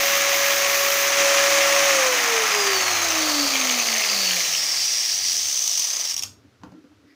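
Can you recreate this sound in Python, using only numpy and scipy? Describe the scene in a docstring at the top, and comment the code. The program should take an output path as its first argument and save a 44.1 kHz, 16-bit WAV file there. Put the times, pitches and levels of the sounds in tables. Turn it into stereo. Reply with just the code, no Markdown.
"""An angle grinder whines beside a table while a metal key touches its wheel in three light, hissing strokes.
The hand pulls back, the power goes off, and air drag and friction slow the rotor, so every tone locked
to it falls. Tooth impacts excite the resonances of gears and casing: as the grinder is carried aside
they knock and rattle on to a few last clacks. It is put down on a hollow surface with a soft thud."""
import sys
import numpy as np
from scipy import signal
from scipy.fft import irfft
from scipy.io import wavfile
from scipy.ndimage import uniform_filter1d, map_coordinates

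SR = 44100
rng = np.random.default_rng(int(sys.argv[2]) if len(sys.argv) > 2 else 0)


def persist_wave(psi):
    """Save psi, clipped to +-1, as 16-bit WAV."""
    counts = np.round(np.clip(psi, -1, 1) * 32767).astype(np.int16)
    wavfile.write(sys.argv[1], SR, np.atleast_2d(counts).T)


N = 315305
T = np.arange(N) / SR
RUN_HZ, POWER_OFF_S, STOP_S = 558.8, 1.883, 6.317
PINION_TEETH, WHEEL_TEETH, COMMUTATOR_BARS = 11, 39, 12

# Direction of the grinder: time_s, left_ear_lead_ms, left_over_right_db
BEARING = [(0, 0.069, -2), (2.6, 0.11, -1.5), (4.2, 0.38, -1), (4.7, 0.363, 2), (5.8, 0.34, 0)]
# Level law of the fan: full_speed_db, loss_per_speed_halving_db, hand_shadow_db, aside_loss_db
FAN_LEVEL = (-25, 2.5, 3, 10)


def rotor_speed():
    """Turns per second: steady under power, then braked by quadratic air drag and constant friction."""
    drag_shape = .9526  # larger means a steeper first fall
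    remaining = np.clip((STOP_S - T) / (STOP_S - POWER_OFF_S), 0, 1)
    return RUN_HZ * np.tan(drag_shape * remaining) / np.tan(drag_shape)


def whine(speed, turns):
    """Rotor unbalance radiates a tone; as it falls, its echoes interfere differently at each ear."""
    # Level law: full_speed_db, loss_per_speed_halving_db, hand_shadow_db, aside_loss_db
    whine_level = (-28.3, 9.8, 5, 6.5)
    # Reflections from table and walls: delay_ms, gain
    left_echoes = [(3.92, .65), (5.44, .35), (7.12, .65), (10.36, .35), (17.16, .25), (20.28, .35),
                   (35.56, .15), (45.04, .15), (48.08, .15)]
    right_echoes = [(3.76, .25), (7.0, .8), (15.52, .5), (17.28, .5), (19.92, .15), (30.96, .35),
                    (38.68, .25), (55.2, .15), (64.92, .15)]
    # Brief dips of the tone: middle_s, half_length_s, left_db, right_db
    dips = [(2.21, .025, 0, -7), (2.3, .022, -9, 0), (2.49, .028, -20, -3), (2.82, .025, -8, -2),
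            (3.03, .03, -8, 0), (3.495, .028, -7, -8), (3.85, .028, -10, -3), (4.45, .025, -10, -8)]
    waver = amp(.7 * drift(5))
    swung_away = amp(-9 * (1 - until(4.36, 0.16))) * until(4.85, 0.12)
    tone = np.sqrt(2) * np.sin(2 * np.pi * turns)
    direct = place(source_gain(speed, whine_level) * waver * swung_away * tone)
    echoed = [ear + sum(gain * np.interp(T - ms / 1000, T, ear) for ms, gain in echoes)
              for ear, echoes in zip(direct, (left_echoes, right_echoes))]
    dip_db = sum(np.outer(ears_db, swell(s, half_s)) for s, half_s, *ears_db in dips)
    return amp(dip_db) * np.array(echoed)


def wheel_wobble(speed, turns):
    """Wheel and rotor give combination tones; the slowing wobble sweeps through a table resonance."""
    # Combination tones: rotor_multiple, wheel_multiple, relative_db
    orders = [(0, 1, -34.5), (0, 2, -20.5), (0.999, -1, -26.5), (1, 1, -17.5)]
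    rotor = 2 * np.pi * turns
    wheel = rotor * PINION_TEETH / WHEEL_TEETH
    boom = amp(-48 + 1.5 * drift(10)) * resonate(np.sin(wheel), hz=97.6, width_hz=13)
    tones = sum(amp(db + 4.8 * drift(0.55)) * np.sin(a * rotor + b * wheel) for a, b, db in orders)
    tones *= amp(-1) * source_gain(speed, FAN_LEVEL) * until(POWER_OFF_S, 0.59)
    return np.sqrt(2) * (boom * until(3.55, 0.18) + tones)


def rotor_harmonics(speed, turns):
    """Harmonics of the rotation; the lowest two swell in turn as they fall through a shell resonance."""
    # Harmonic series: rotor_multiple, relative_db, right_ear_lag_cycles
    orders = [(2, -13, .05), (3, -9, .24), (5, -15, .15), (7, -14.5, .42), (9, -13, .42), (10, -18, .05),
              (11, -15.5, .4), (12, -11, .25), (13, -18, .2)]
    angle = 2 * np.pi * turns
    shaft = angle + .04 * drift(11)
    tones = sum(amp(db + 2.8 * drift(4.2)) * np.sin([k * shaft, k * shaft - 2 * np.pi * lag])
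                for k, db, lag in orders)
    tones *= amp(-1) * source_gain(speed, FAN_LEVEL) * until(POWER_OFF_S, 0.59)
    lowest = sum(amp(db) * np.sin(k * angle + 1.1 * drift(60)) for k, db in [(2, -36.5), (3, -42)])
    shell = resonate(lowest, hz=660, width_hz=160) * until(4.3, 0.3)
    return np.sqrt(2) * (tones + shell)


def commutator(speed, turns):
    """The brushes' bar-passing tones whistle in turn as they fall through the housing's passband."""
    # Brush tones: bar_rate_multiple, level_db
    harmonics = [(1, -31), (2, -30.8)]
    # Radiation response of the housing: frequency_hz, gain_db
    housing = [(3000, -24), (3650, -13), (3950, -9), (4150, -2.5), (4500, 0), (4950, 1), (5150, -8),
               (5900, -18), (6800, -28)]
    phase = 2 * np.pi * COMMUTATOR_BARS * turns + .35 * drift(35) + .17 * drift(220)
    bar_hz = COMMUTATOR_BARS * speed
    tones = sum(amp(db + value_at(housing, k * bar_hz) + 2.5 * drift(40)) * np.sin(k * phase)
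                for k, db in harmonics)
    return np.sqrt(2) * tones * until(4.7, .2)


def mains_hum(turns):
    """While powered, the motor hums at 100 Hz, with a sum tone from modulation by the rotation."""
    mains = 2 * np.pi * 100 * T
    hum = amp(-58.5) * np.sin(mains) + amp(-63) * np.sin(2 * np.pi * turns + mains)
    return np.sqrt(2) * until(POWER_OFF_S, 0.042) * hum


def gear_train(speed, turns):
    """Impact excitation: tooth blows ring the gears, shake the casing and modulate the fan's rush."""
    turning, looseness = until(6.12, 0.036), 1 - until(4.35, 0.26)
    blows = tooth_blows(turns, spread_db=4, decay_s=0.001)
    scrape_power = .45 * looseness * (1 - blows ** 2)  # loose teeth scrape between blows
    blows = turning * np.sqrt(blows ** 2 + scrape_power)
    bite = tight_spot(turns)
    drive = blows * np.sqrt(bite)
    steel = np.sqrt(looseness) * loose_gears(drive, ring_drive=blows * bite)
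    steel += np.sqrt(1 - looseness) * meshed_gears(speed, drive)
    buzz = housing_buzz(drive)
    body = casing_chatter(speed, turns, drive) + fan_rush(speed, drive, turning)
    body *= amp(4.5 * swell(5.98, 0.086))  # the last slow turns grate
    dip = amp(-3.5 * swell(2.1, 0.011))
    return dip * (body + steel + buzz)


def tooth_blows(turns, spread_db, decay_s):
    """Envelope of an impulse train at the meshing rate: each tooth strikes with a random force."""
    meshing = np.diff(np.floor(turns * PINION_TEETH + .3 * drift(200)), prepend=0) > 0
    unevenness = 0.35 + 0.76 * until(4.06, 0.7)  # slow teeth strike more evenly
    force_db = unevenness * spread_db * np.clip(rng.standard_normal(N), -3, 2.5)
    power = signal.lfilter([1], [1, -np.exp(-2 / (decay_s * SR))], meshing * amp(force_db) ** 2 + 1e-12)
    mean_power = abs(uniform_filter1d(power, size=3500))
    return np.sqrt(power / (mean_power + 1e-6))


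def tight_spot(turns):
    """Amplitude modulation: loose gears bite once a turn, harder as they slow, easing near the stop."""
    bite = np.exp(2.8 * (np.cos(2 * np.pi * turns) - 1))
    depth = 3.4 * (1 - until(4.3, 1.3)) * until(5.8, .45)
    return np.sqrt((1 + depth * bite * amp(1.5 * drift(30))) / (1 + depth / 4))


def meshed_gears(speed, drive):
    """Forced vibration of tightly meshed gears, weaker once the motor stops loading them."""
    # Spectrum of the gear steel: frequency_hz, level_db
    spectrum = [(1710, -24.5), (2900, -3.5), (3870, -3.5), (4490, -2), (5700, 1.5), (6130, 4.5),
                (6370, 1.5), (6520, 5.5), (6900, -5), (7400, -4.5), (8050, -12), (9070, -10.5),
                (11600, -17), (12700, -11.5), (13500, -29.5), (14700, -4.5), (15600, -14.5)]
    # Level law: full_speed_db, loss_per_speed_halving_db, hand_shadow_db, aside_loss_db
    gear_level = (-19.5, 0.1, 2, -5.5)
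    unloading = amp(-3 * (1 - until(POWER_OFF_S, 0.42)))
    return source_gain(speed, gear_level) * unloading * colour_pair(noise_at_ears(drive, 0.065), spectrum)


def loose_gears(drive, ring_drive):
    """Slack gears rattle in a broad band and ring in two wandering resonances."""
    # Spectrum of the rattle: frequency_hz, level_db
    spectrum = [(1760, -33), (3000, -6.5), (3610, -4.5), (4180, -4), (4830, 2), (5860, -13), (6230, 4.5),
                (7060, -5), (9050, -10.5), (11600, -17.5), (13500, -17.5), (14900, -14), (15600, -8)]
    # Gear resonances: time_s, upper_pitch_hz, lower_pitch_hz
    pitches = [(4.45, 6000, 5300), (4.6, 5600, 5200), (4.8, 5480, 4700), (4.97, 5750, 5200),
               (5.16, 5680, 4760), (5.3, 5730, 4930), (5.44, 6070, 5540), (5.56, 6160, 5650),
               (5.8, 5850, 5150), (5.95, 6200, 4870), (6.05, 5727, 5000), (6.2, 5470, 4900)]
    # Course of the level: time_s, level_db
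    levels = [(4.45, -23), (4.58, -20.5), (4.68, -21.5), (4.82, -20), (4.96, -21), (5.05, -21.5),
              (5.15, -20), (5.205, -24), (5.26, -20), (5.5, -21), (5.82, -21.5), (5.98, -24.5), (6.12, -24)]
    upper = wandering_ring(ring_drive, curve(pitches))
    lower = wandering_ring(ring_drive, curve(pitches, column=2))
    rattle = colour_pair(noise_at_ears(drive, 0.17), spectrum)
    return amp(curve(levels)) * unit(rattle + 1.05 * unit(upper + amp(-4) * lower))


def wandering_ring(drive, hz):
    """Tooth blows excite a steep resonance whose frequency wavers around a curve."""
    hz = hz + 80 * drift(22)
    return unit(np.array([resonate_twice(ear, hz, width_hz=540) for ear in noise_at_ears(drive, 0.43)]))


def casing_chatter(speed, turns, drive):
    """Play in the wheel shaft modulates the casing's vibration at the wheel's rotation rate."""
    # Spectrum of the casing: frequency_hz, level_db
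    spectrum = [(880, -48.5), (1500, -11.5), (1630, -2), (2040, 3), (2440, 2.5), (3150, -4), (3870, -8),
                (4200, -9.5), (5460, -54.5), (9240, -120)]
    # Level law: full_speed_db, loss_per_speed_halving_db, hand_shadow_db, aside_loss_db
    casing_level = (-21.5, 6, 3, 0.5)
    wheel = 2 * np.pi * turns * PINION_TEETH / WHEEL_TEETH
    play = unit(amp(1.1 * drift(47) + 2 * np.cos(wheel + drift(30))))
    chatter = colour_pair(noise_at_ears(drive * play, 0.23), spectrum) * amp([[-.7], [.7]])
    thinning = amp(-2 * swell(3.85, .5))  # while the gears knock
    return source_gain(speed, casing_level) * thinning * chatter


def housing_buzz(drive):
    """Tooth blows force the housing to buzz in a band near 4.5 kHz."""
    # Bouts of buzzing: middle_s, half_length_s, level_db
    buzzes = [(3.27, 0.098, -28), (3.44, 0.11, -25.5), (3.85, 0.24, -27), (4.22, 0.15, -25.5),
              (4.8, 0.15, -33.5), (5.19, 0.15, -29.5)]
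    band = [(3000, -49.5), (4100, -16.5), (4550, -6.5), (5000, -16), (6500, -37)]
    return bouts(buzzes) * colour_pair(noise_at_ears(drive, 0.26), band)


def fan_rush(speed, drive, turning):
    """Broadband fan noise: a steady part and a part modulated by the tooth blows."""
    # Lower and upper spectrum of the fan: frequency_hz, level_db
    lows = [(30, -46.5), (70, -39), (130, -23), (230, -11.5), (400, -7)]
    highs = [(350, -36), (600, -0.5), (708, 2.5), (945, -0.5), (1100, 5.5), (1330, 6), (1470, 0.5),
             (1720, 3.5), (2600, -5), (3380, -15.5), (5720, -120)]
    envelope = np.sqrt(drive ** 2 + 0.073 * turning)
    return source_gain(speed, FAN_LEVEL) * colour_pair(noise_at_ears(envelope, 0.72), lows + highs[1:])


def backlash():
    """Impacts across the gear play excite damped modes: knocks, pings and, near the stop, clacks."""
    # Single clacks of the teeth: start_s, level_db
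    clacks = [(5.6765, -7), (5.7757, -10), (5.7947, -8), (5.8213, -10), (5.842, -10), (5.886, -14),
              (5.9118, -13), (5.9345, -14), (5.961, -14), (5.996, -11), (6.1002, -16), (6.1411, -11.5),
              (6.165, -10.5), (6.1776, -11), (6.186, -15), (6.193, -11.5), (6.2237, -12), (6.2342, -11)]
    # Modes of a clack: pitch_hz, width_hz, level_db
    clack_modes = [(4100, 240, -19), (5570, 100, 0), (5800, 200, -7), (6500, 220, -10), (9400, 240, -24)]
    # Contact noise of a clack: frequency_hz, level_db
    crunch_spectrum = [(200, -44), (750, -3), (1500, -5), (2600, -2), (4300, 3.5), (6500, 9.5),
                       (8000, -3.5), (15000, -11)]
    # Hard knocks: start_s, level_db, pitch_hz
    knocks = [(2.933, -9.5, 2800), (3.1144, -6, 2670), (3.5367, -5, 2420), (3.556, -1, 2270),
              (3.5663, -12, 2650), (3.6126, -5.5, 2330), (3.6395, -7, 2240), (3.6711, -8.5, 2220),
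              (3.699, -4, 2280), (3.722, -9, 2210), (3.7440, -7, 2220), (3.7852, -14, 2330),
              (3.7982, -9.5, 2600), (3.8151, -12, 2600), (3.8631, -16, 2665), (3.8865, -6, 2110),
              (3.9279, -9.5, 2180), (3.9508, -8, 1960), (3.9628, -15, 2540), (3.9728, -7, 2080),
              (3.9965, -9, 2070), (4.0208, -11, 2620), (4.0375, -13, 2600), (4.048, -8.5, 2030),
              (4.0608, -12.5, 2380), (4.087, -13, 2130), (4.0975, -11, 2660), (4.1295, -15, 2110),
              (4.1768, -18.5, 2630), (4.2576, -15, 2770), (4.276, -11, 2780), (4.2934, -16, 1890),
              (4.3090, -10, 3070), (4.3326, -8, 1810), (4.3674, -12.5, 2270), (4.4053, -12, 2100),
              (4.4513, -15, 3020), (4.465, -17.5, 2960), (4.538, -15, 2840), (4.5504, -10, 3020)]
    # Modes of a knock: pitch_multiple, width_hz, level_db
    knock_modes = [(1, 360, 0), (1.3, 480, -7), (2.03, 480, -9)]
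    # Glancing blows on the steel: start_s, level_db
    pings = [(2.9321, -17), (3.0289, -18), (3.1033, -11.5), (3.159, -24), (3.1903, -15), (3.5662, -21),
             (3.5996, -13.5), (3.653, -21), (3.7079, -14), (3.7324, -19), (3.7982, -16), (3.877, -21),
             (3.9383, -17), (3.983, -14)]
    out, t = np.zeros(N), np.arange(SR // 12) / SR
    for s, db in clacks:
        crunch = burst(t, decay_s=.003)
        steel = unit(signal.fftconvolve(crunch, ring(clack_modes, t))[:len(t)])
        add(out, s, db, 0.69 * steel + unit(colour(crunch, crunch_spectrum)))
    for s, db, pitch_hz in knocks:
        modes = [(pitch_hz * multiple, width, level) for multiple, width, level in knock_modes]
        knock = ring(modes, t) * (1 - np.exp(-t / 0.00045)) + 0.26 * burst(t, decay_s=0.0015)
        add(out, s, db, colour(knock, [(300, -27.5), (1800, 12), (7000, 6.5), (9000, -16.5)]))
    for s, db in pings:
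        pitch_hz = 6330 + 85 * rng.standard_normal()
        add(out, s, db, ring([(pitch_hz, 105, 0)], t) * (1 - np.exp(-t / 0.0012)))
    return out


def key_on_wheel():
    """Shot noise: abrasive grains scratch the key at random and merge into a fine, high hiss."""
    # Strokes of the key: start_s, end_s, level_db
    strokes = [(0, 0.185, -27.5), (0.284, .58, -28.5), (.67, 1.03, -26.5)]
    # Spectrum of the scratches: frequency_hz, level_db
    spectrum = [(5290, -60), (9000, -13), (9340, -42), (10300, 6), (11100, -20), (11600, -10), (12300, 10),
                (13600, -3), (14600, 13), (15600, 5.5)]
    grains_per_s, attack_s, release_s = 7000, 0.011, 0.11
    strength = amp(3.6 * np.minimum(rng.exponential(1, N), 5))
    grains = strength * (rng.random(N) < grains_per_s / SR)
    pressure = sum(amp(db) * (1 - until(start, attack_s)) * until(end, release_s)
                   for start, end, db in strokes)
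    return pressure * colour_pair(noise_at_ears(grains, 0.29), spectrum) * amp([[-2.2], [2.2]])


def set_down():
    """The grinder lands and rocks; each impact excites the modes of a hollow surface."""
    # Impacts: start_s, boom_db, contact_db
    bumps = [(6.439, -47, -73), (6.616, -50, -52), (6.635, -34.5, -29), (6.72, -38, -45), (6.841, -42, -51),
             (6.917, -56, -54), (7.038, -45.5, -70)]
    # Modes of the surface: pitch_hz, width_hz, level_db
    modes = [(180, 21, -4.5), (264, 27, -0.5), (289, 15, 0), (462, 49, 0), (1360, 31, -1)]
    # Spectrum of the hard contact: frequency_hz, level_db
    thud = [(40, -12), (250, -8), (950, 5), (1800, -14), (6500, -17.5), (8500, -32), (15000, -40)]
    out, t = np.zeros(N), np.arange(SR // 3) / SR
    for s, boom_db, contact_db in bumps:
        boom = signal.fftconvolve(burst(t, decay_s=0.019), ring(modes, t))
        add(out, s, boom_db, colour(boom, [(50, -4), (200, 3), (1400, -9), (4000, -18)]))
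        add(out, s, contact_db, colour(burst(t, decay_s=0.0043), thud))
    return out


def handling():
    """Handling makes bouts of low-frequency noise."""
    # Rumbles: middle_s, half_length_s, level_db
    rumbles = [(5.33, 0.23, -58), (6.27, 0.11, -51), (6.48, 0.12, -60), (6.67, 0.05, -48.5),
               (6.95, 0.14, -61.5)]
    spectrum = [(40, -33), (65, -24.5), (84, 3), (105, 0), (170, -11.5), (300, -10.5),
                (1300, -30), (3000, -52)]
    return bouts(rumbles) * unit(colour(rng.standard_normal(N), spectrum))


def sliding():
    """Friction under the sliding grinder drives a low resonance of the surface, then scrapes faintly."""
    # Slides and scrapes: middle_s, half_length_s, level_db
    slides = [(6.77, 0.037, -45.5), (6.87, .06, -59.5), (7.1, 0.17, -59)]
    scrapes = [(7.11, .03, -62)]
    # Spectrum of the scrape: frequency_hz, level_db
    spectrum = [(1200, -25), (2000, 5), (3200, -26), (5000, -5), (7000, -30)]
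    rub, grit = rng.standard_normal((2, N))
    drone = resonate_twice(rub, hz=301, width_hz=63)
    return bouts(slides) * unit(drone) + bouts(scrapes) * unit(colour(grit, spectrum))


def room(pair, tail_db):
    """Reverberation: a short, exponentially decaying diffuse tail, different at each ear."""
    # Reverberation times: frequency_hz, t60_s
    decay_times = [(150, 0.2), (1000, 0.26), (5000, 0.24), (15000, 0.24)]
    t = np.arange(SR // 2) / SR
    hz, s, spectra = signal.stft(rng.standard_normal((2, len(t))), SR, nperseg=256)
    decay = amp(-60 * s / value_at(decay_times, hz)[:, None])
    tail = signal.istft(spectra * decay, SR, nperseg=256)[1][:, :len(t)] * (t > .004)
    tail /= np.linalg.norm(tail, axis=1, keepdims=True)
    return pair + amp(tail_db) * signal.oaconvolve(pair, tail, axes=1)[:, :N]


def room_air():
    """Quiet ambient noise, partly correlated between the ears."""
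    # Ambient spectrum: frequency_hz, level_db
    spectrum = [(15, -49.5), (25, -36), (103, -29), (207, -17.5), (293, -0.5), (879, -16.5), (1310, -8),
                (1760, -12.5), (5880, -19), (8320, -29), (15000, -35.5)]
    common, *apart = rng.standard_normal((3, N))
    return amp(-60.5) * colour_pair(common + 2 * np.array(apart), spectrum)


def source_gain(speed, law):
    """A power law of speed, shadowed by the hand at first and shifted as the grinder swings aside."""
    full_db, halving_db, shadow_db, aside_db = law
    covered, aside = until(1.158, 0.02), 1 - until(4.12, 0.93)
    octaves = np.log2(np.maximum(speed / RUN_HZ, .09))
    return amp(full_db + halving_db * octaves - shadow_db * covered - aside_db * aside)


def place(x):
    """Interaural delay: the left ear leads, more so as the grinder moves aside."""
    delayed = np.arange(N) - curve(BEARING) * SR / 1000
    return np.array([x, map_coordinates(x, [delayed], order=3)])


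def noise_at_ears(envelope, direct_share):
    """Modulated noise: a share of the power comes straight, the rest scatters off table and wall."""
    straight, *scattered = rng.standard_normal((3, N))
    smeared = np.sqrt(signal.lfilter([.02], [1, -.98], envelope ** 2 + 1e-18))
    direct = np.sqrt(direct_share) * place(envelope * straight)
    return direct + np.sqrt(1 - direct_share) * smeared * np.array(scattered)


def resonate(x, hz, width_hz):
    """A resonance of unit gain whose frequency can follow a curve."""
    phasor = np.exp(2j * np.pi * np.cumsum(hz * np.ones(N)) / SR)
    pole = np.exp(-np.pi * width_hz / SR)
    return 2 * (phasor * signal.lfilter([1 - pole], [1, -pole], x * phasor.conj() + 1e-18)).real


def resonate_twice(x, hz, width_hz):
    """Two equal resonances in cascade give steeper skirts."""
    return resonate(resonate(x, hz, width_hz), hz, width_hz)


def ring(modes, t):
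    """Free decay of damped modes: pitch_hz, width_hz, level_db."""
    return sum(amp(db) * np.exp(-np.pi * width * t) * np.cos(2 * np.pi * hz * t)
               for hz, width, db in modes)


def burst(t, decay_s):
    """Exponentially decaying contact noise."""
    return rng.standard_normal(len(t)) * np.exp(-t / decay_s)


def colour(x, spectrum):
    """Minimum-phase filter through the points frequency_hz, gain_db."""
    size = 4096
    log_gain = np.log(amp(value_at(spectrum, abs(np.fft.fftfreq(size, 1 / SR)))))
    taps = np.fft.ifft(np.exp(np.conj(signal.hilbert(log_gain)))).real
    return signal.oaconvolve(x, taps[:size // 2])[:len(x)]


def colour_pair(pair, spectrum):
    """Both ears through one filter, at unit rms."""
    return unit(np.array([colour(x, spectrum) for x in pair]))


def value_at(points, hz):
    """Interpolation on a logarithmic frequency axis."""
    f, value = np.transpose(sorted(points))
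    return np.interp(np.log(hz + 1), np.log(f + 1), value)


def drift(hz):
    """Random fluctuation of unit rms, low-passed at hz."""
    f = np.arange(2048) * SR / N
    spectrum = (rng.standard_normal(len(f)) + 1j * rng.standard_normal(len(f))) / (1 + (f / hz) ** 2)
    slow = irfft(spectrum, 8 * len(f))
    return unit(np.interp(T, np.linspace(0, T[-1], len(slow)), slow))


def curve(rows, column=1):
    """One column of a table, interpolated in time."""
    rows = np.array(rows)
    return np.interp(T, rows[:, 0], rows[:, column])


def until(s, fade_s):
    """One up to the time s, then a linear fade."""
    return np.clip(1 - (T - s) / fade_s, 0, 1)


def swell(s, half_s):
    """Gaussian envelope around the time s."""
    return np.exp(-((T - s) / half_s) ** 2)


def bouts(rows):
    """Envelope of a table of swells."""
    return sum(amp(db) * swell(s, half_s) for s, half_s, db in rows)


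def add(mix, s, peak_db, sound):
    """Superposes a sound at a given peak level."""
    part = mix[round(s * SR):][:len(sound)]
    part += amp(peak_db) * sound[:len(part)] / abs(sound).max()


def amp(db):
    return 10 ** (np.asarray(db) / 20)


def unit(x):
    """Scales to unit rms."""
    return x / np.sqrt(np.mean(x ** 2) + 1e-20)


def scene():
    """Superposition at two ears of the grinder, the bumps of putting it down and the room air."""
    # The loose gears hold the rotor back: time_s, turns_lost
    rotor_lag = [(4.6, 0), (5.2, 1.07), (5.83, 1.52), (6.13, 2.2)]
    speed = rotor_speed() * (1 + .0004 * drift(6))
    turns = np.cumsum(speed) / SR
    turns = turns * round(turns[-1]) / turns[-1] - curve(rotor_lag)  # the tight spot is at whole turns
    hum = wheel_wobble(speed, turns) + mains_hum(turns)
    harmonics = rotor_harmonics(speed, turns)
    unbalance = whine(speed, turns)
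    bumps = room(np.tile(set_down() + handling() + sliding(), (2, 1)), tail_db=-2)
    air = room_air()
    clatter = amp(0.48) * room(gear_train(speed, turns) + key_on_wheel(), tail_db=-14)
    knocks = room(place(backlash()), tail_db=-6)
    balance = amp(np.array([[.5], [-.5]]) * curve(BEARING, column=2))
    tool = balance * (clatter + knocks + harmonics + commutator(speed, turns))
    return tool + unbalance + hum + bumps + air


def record(dry):
    """Soft saturation rounds the tallest peaks; a low-pass filter then limits the band."""
    ceiling, cutoff_hz = .85, 15600
    rounded = dry / (1 + (dry / ceiling) ** 4) ** .25
    lowpass = signal.firwin(511, cutoff_hz, window=("kaiser", 9), fs=SR)
    return signal.oaconvolve(rounded, lowpass[None], "same")


dry = scene()
out = record(dry)
persist_wave(out)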